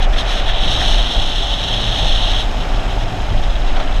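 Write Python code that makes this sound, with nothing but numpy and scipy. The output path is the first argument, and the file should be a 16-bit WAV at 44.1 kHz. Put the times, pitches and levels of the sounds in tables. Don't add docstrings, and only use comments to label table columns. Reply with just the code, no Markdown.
import sys
import numpy as np
from scipy import signal
from scipy.fft import rfft, irfft
from scipy.io import wavfile

SR = 44100
rng = np.random.default_rng(int(sys.argv[2]) if len(sys.argv) > 2 else 0)


def dump(signal):
    limited = np.clip(np.atleast_2d(signal).T, -1, 1)
    pcm = np.round(limited * 32767).astype(np.int16)
    wavfile.write(sys.argv[1], SR, pcm)


N = 176400
TIME = np.arange(N) / SR
FREQS = np.maximum(np.arange(N // 2 + 1) * SR / N, 1)

# peak_s, level_db, rise_s, fall_s
WHEEL_SCRUBS = [(.035, -26.5, 0.021, 0.015), (.135, -31, 0.0056, 0.0076), (.198, -21.5, 0.023, 0.016),
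                (2.61, -30, 0.011, 0.01), (2.765, -37, 0.0059, 0.0089), (2.92, -31.5, 0.019, 0.011),
                (3.01, -35, 0.016, 0.024), (3.44, -28.5, 0.01, 0.0058), (3.535, -37, 0.012, 0.0089),
                (3.69, -34, .018, 0.0088), (3.83, -38, .01, .015), (3.965, -33, .012, .015)]
# time_s, level_db, treble_db
LONG_SLIDE = [(.25, -38, 3.5), (.3, -23, 6.5), (.35, -25, 5.5), (.43, -29, -2), (.49, -23, -2),
              (.53, -25, -11), (.62, -24.5, 0.5), (.725, -19, 3.5), (.775, -21.5, 2), (.82, -21.5, 5),
              (.94, -21.5, 4), (1.04, -24, 0), (1.11, -21.5, 1.5), (1.18, -23.5, 2), (1.6, -23, -0.5),
              (1.73, -21.5, -0.5), (1.96, -22.5, 1), (2.1, -19, -0.5), (2.22, -22.5, -0.5),
              (2.35, -21, 0.5), (2.415, -23.5, 2)]
# pitch_hz, width_hz, level_db
HISS_RESONANCES = [(1840, 440, -14), (3090, 1020, -1), (3380, 900, 0.5), (3800, 570, -0.5),
                   (4240, 234, -7.5), (5375, 930, -15.5), (5690, 230, -17), (6320, 790, -17),
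                   (7170, 470, -27.5), (7970, 960, -28), (8910, 1650, -35), (10130, 880, -32),
                   (11130, 4200, -42.5), (13900, 4000, -49)]
GRIP_DB_PER_S, TREBLE_HZ, CHATTER_DB = 400, 4370, 1.0


def sliding_wheels():
    outside_slide_s = np.maximum(TIME - LONG_SLIDE[-1][0], 0) + np.maximum(LONG_SLIDE[0][0] - TIME, 0)
    level = from_db(in_time(LONG_SLIDE) - GRIP_DB_PER_S * outside_slide_s)
    for peak_s, level_db, rise_s, fall_s in WHEEL_SCRUBS:
        level += from_db(level_db) * swell(peak_s, np.where(TIME < peak_s, rise_s, fall_s))
    hiss = resonate(grains(per_s=9000, spread_db=3), HISS_RESONANCES)
    treble = irfft(rfft(hiss) / (1 + (TREBLE_HZ / FREQS) ** 10), N)
    bite = treble * (gain(LONG_SLIDE, column=2) - 1)
    chatter = from_db(CHATTER_DB * drift(rate_hz=25))
    return level * chatter * (hiss + bite)


# peak_s, level_db, half_length_s
RUBBER_TEARS = [(.02, -48, 0.024), (0.18, -30.5, 0.035), (.32, -28, 0.033), (.4, -33, 0.015),
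                (0.495, -29, 0.023), (.825, -29, 0.027), (0.948, -32, .025), (2.34, -35, 0.025)]
# pitch_hz, width_hz, level_db
TEAR_RESONANCES = [(1540, 640, 3), (1820, 450, 9), (2500, 2500, -0.5), (5700, 1200, -18), (8400, 3800, -26),
                   (12400, 3000, -30)]


def tearing_rubber():
    level = sum(from_db(db) * swell(peak_s, half_s) for peak_s, db, half_s in RUBBER_TEARS)
    return level * resonate(grains(per_s=4000, spread_db=5.5), TEAR_RESONANCES)


# time_s, level_db
ROAR_LEVELS = [(0.0, -22.5), (0.03, -28), (1.0, -26), (1.07, -31), (1.16, -26.5), (1.4, -33), (1.44, -24.5),
               (1.46, -29), (1.87, -29), (2.04, -25), (2.1, -30), (2.34, -27.5), (2.64, -30.5), (2.66, -28),
               (3.71, -30.5), (3.8, -25), (3.85, -29), (4.0, -29)]
# pitch_hz, width_hz, level_db
ROAR_RESONANCES = [(500, 670, -10), (568, 4.1, 3), (608, 225, -1.5), (735, 273, 1.5), (873, 184, -3)]
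# time_s, level_db
HOUSING_LEVELS = [(0, -36.5), (.25, -30), (.5, -36), (.8, -31), (1.1, -33), (1.5, -35.5), (2.2, -34.5),
                  (2.5, -32), (2.8, -32.5), (3.1, -33), (3.55, -36), (3.8, -30), (4, -38)]
# pitch_hz, width_hz, level_db
HOUSING_RESONANCES = [(161.3, 34.6, 0), (220, 31, -2.5), (275, 260, -5), (387, 20, -2), (440, 340, -10.5)]
# time_s, level_db
RASP_LEVELS = [(0, -26.5), (.09, -32), (.2, -28), (.4, -30), (.7, -29.5), (.82, -29.5), (1.05, -29.5),
               (1.35, -33), (1.8, -31.5), (2.35, -29.5), (2.55, -32.5), (2.75, -30.5), (3.05, -33),
               (3.3, -32.5), (3.6, -33), (3.8, -31), (4, -32)]
# frequency_hz, level_db
RASP_SPECTRUM = [(600, -74), (950, -5.5), (1100, -3.5), (1400, -4), (1850, -6), (2200, -9), (2700, -6),
                 (4000, -19), (4600, -20)]


def rolling_wheels():
    roar = resonate(grains(per_s=5000, spread_db=1.5), ROAR_RESONANCES)
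    drone = resonate(grains(per_s=5000, spread_db=2.5), HOUSING_RESONANCES)
    rasp = coloured(grains(per_s=7000, spread_db=2.0), RASP_SPECTRUM)
    return gain(ROAR_LEVELS) * roar + gain(HOUSING_LEVELS) * drone + gain(RASP_LEVELS) * rasp


# start_s, level_db
AXLE_HITS = [(3.768, -15), (3.8005, -13.5)]
# pitch_hz, width_hz, level_db
KNOCK_RESONANCES = [(610, 570, 2), (850, 220, 2), (1340, 390, 3.5), (2130, 2800, -11), (3500, 1300, -11),
                    (4260, 490, -13), (5840, 1100, -22)]
KNOCK_DB, RATTLE_DB = -5.5, -1.5
RATTLE_RISE_S, RATTLE_DECAY_S = .0008, .009


def road_bump():
    rattle_level, knock = 0, 0
    for start_s, hit_db in AXLE_HITS:
        age = np.maximum(TIME - start_s, 0)
        attack = 1 - np.exp(-age / RATTLE_RISE_S)
        rattle_level += from_db(hit_db) * attack * np.exp(-age / RATTLE_DECAY_S)
        for k, (pitch_hz, width_hz, ring_db) in enumerate(KNOCK_RESONANCES):
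            decay = np.exp(-np.minimum(2 * width_hz * age, 20))
            knock += (-1) ** k * from_db(hit_db + ring_db) * np.sin(2 * np.pi * pitch_hz * age) * decay
    rattle = rattle_level * resonate(white(), KNOCK_RESONANCES)
    return from_db(KNOCK_DB) * knock + from_db(RATTLE_DB) * rattle


# time_s, level_db
BUFFET_LEVELS = [(0, -7.5), (.28, -13), (.33, -18), (.4, -11), (.97, -12), (1.08, -17), (1.23, -10.5),
                 (1.33, -14), (2, -18), (2.11, -7), (2.22, -16), (3, -13), (3.17, -21.5), (3.35, -8.5),
                 (3.62, -16), (3.72, -4), (3.83, -15.5), (4, -12)]
# frequency_hz, level_db
EDDY_SPECTRUM = [(10, -34), (16, 4), (22, -2.5), (33, 2), (42, -5), (50, -10.5), (66, -22.5), (100, -34)]
# time_s, level_db
GUST_LEVELS = [(0.0, -25), (0.08, -31.5), (0.12, -27.5), (0.6, -31.5), (0.63, -22), (1.14, -33.5),
               (1.17, -19.5), (1.26, -33), (1.6, -29.5), (1.66, -23), (2.06, -23), (2.12, -34),
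               (2.21, -26.5), (2.6, -30), (2.75, -22.5), (2.83, -32), (2.87, -26), (3.27, -25.5),
               (3.35, -16), (3.44, -31.5), (3.97, -30), (4.0, -21)]
# frequency_hz, level_db
RUMBLE_SPECTRUM = [(50, 3), (72, -5), (85, -1), (112, -0.5), (138, -10), (165, -10), (260, -18), (500, -27)]
# time_s, air_db, flutter_db
AIR_LEVELS = [(0, -63.5, -43), (.1, -44, -59), (.3, -45.5, -42), (2.5, -42, -35), (3.1, -43, -37.5),
              (3.55, -44, -36), (4, -44.5, -41)]
# pitch_hz, width_hz, level_db
AIR_RESONANCES = [(4000, 1060, 2), (5050, 390, 4), (5450, 470, 2), (6000, 560, -2.5), (6450, 680, -1.5),
                  (7000, 480, -4), (7770, 1700, -9), (8930, 540, -12), (10240, 6400, -19.5),
                  (11600, 1000, -19.5), (13200, 3300, -26)]
# pitch_hz, width_hz, level_db
FLUTTER_RESONANCES = [(3020, 210, -24.5), (3240, 1300, 15.5), (3800, 550, 11)]
BUFFET_CEILING, FLUTTER_EDDY_DB, FLUTTER_SWIRL_DB, AIR_SWIRL_DB = .48, 3.3, 2.7, .78


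def wind():
    eddies = coloured(white(), EDDY_SPECTRUM)
    push = gain(BUFFET_LEVELS) * signal.hilbert(eddies)
    buffet = push.real / (1 + (np.abs(push) / BUFFET_CEILING) ** 6) ** (1 / 6)
    swirl = drift(rate_hz=130)
    flicker = from_db(FLUTTER_SWIRL_DB * swirl - FLUTTER_EDDY_DB * eddies)
    flutter = gain(AIR_LEVELS, column=2) * rms_one(resonate(white(), FLUTTER_RESONANCES) * flicker)
    air = gain(AIR_LEVELS) * resonate(white(), AIR_RESONANCES) * from_db(AIR_SWIRL_DB * swirl)
    rumble = gain(GUST_LEVELS) * coloured(white(), RUMBLE_SPECTRUM)
    return buffet + rumble + flutter + air


def from_db(db):
    return 10 ** (np.asarray(db) / 20)


def rms_one(x):
    return x / np.sqrt(np.mean(x ** 2) + 1e-20)


def in_time(rows, column=1):
    rows = np.array(rows)
    return np.interp(TIME, rows[:, 0], rows[:, column])


def gain(rows, column=1):
    return from_db(in_time(rows, column))


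def swell(peak_s, width_s):
    return np.exp(-.5 * ((TIME - peak_s) / width_s) ** 2)


def white():
    return rng.standard_normal(N)


def coloured(x, spectrum):
    hz, db = np.transpose(spectrum)
    skirts = np.minimum(1, np.minimum(FREQS / hz[0], hz[-1] / FREQS)) ** 4
    shape = from_db(np.interp(np.log(FREQS), np.log(hz), db))
    return rms_one(irfft(rfft(x) * skirts * shape, N))


def resonate(x, resonances):
    power = 0
    for pitch_hz, width_hz, level_db in resonances:
        detuning = (FREQS ** 2 - pitch_hz ** 2) / (FREQS * width_hz)
        power += (from_db(level_db) / (1 + 2 * detuning ** 2) ** 1.25) ** 2
    return rms_one(irfft(rfft(x) * np.sqrt(power), N))


def drift(rate_hz):
    return rms_one(irfft(rfft(white()) * (FREQS > 2) / (1 + (FREQS / rate_hz) ** 2), N))


def grains(per_s, spread_db):
    contacts = (rng.random(N) < per_s / SR) * rng.choice([-1, 1], N)
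    return contacts * from_db(spread_db * np.minimum(rng.exponential(1, N), 5))


def scene():
    return (sliding_wheels() + tearing_rubber() + rolling_wheels() + road_bump() + wind())[None]


def record(dry):
    return signal.sosfilt(signal.ellip(10, .1, 80, 15200, fs=SR, output="sos"), dry)


dry = scene()
out = record(dry)
dump(out)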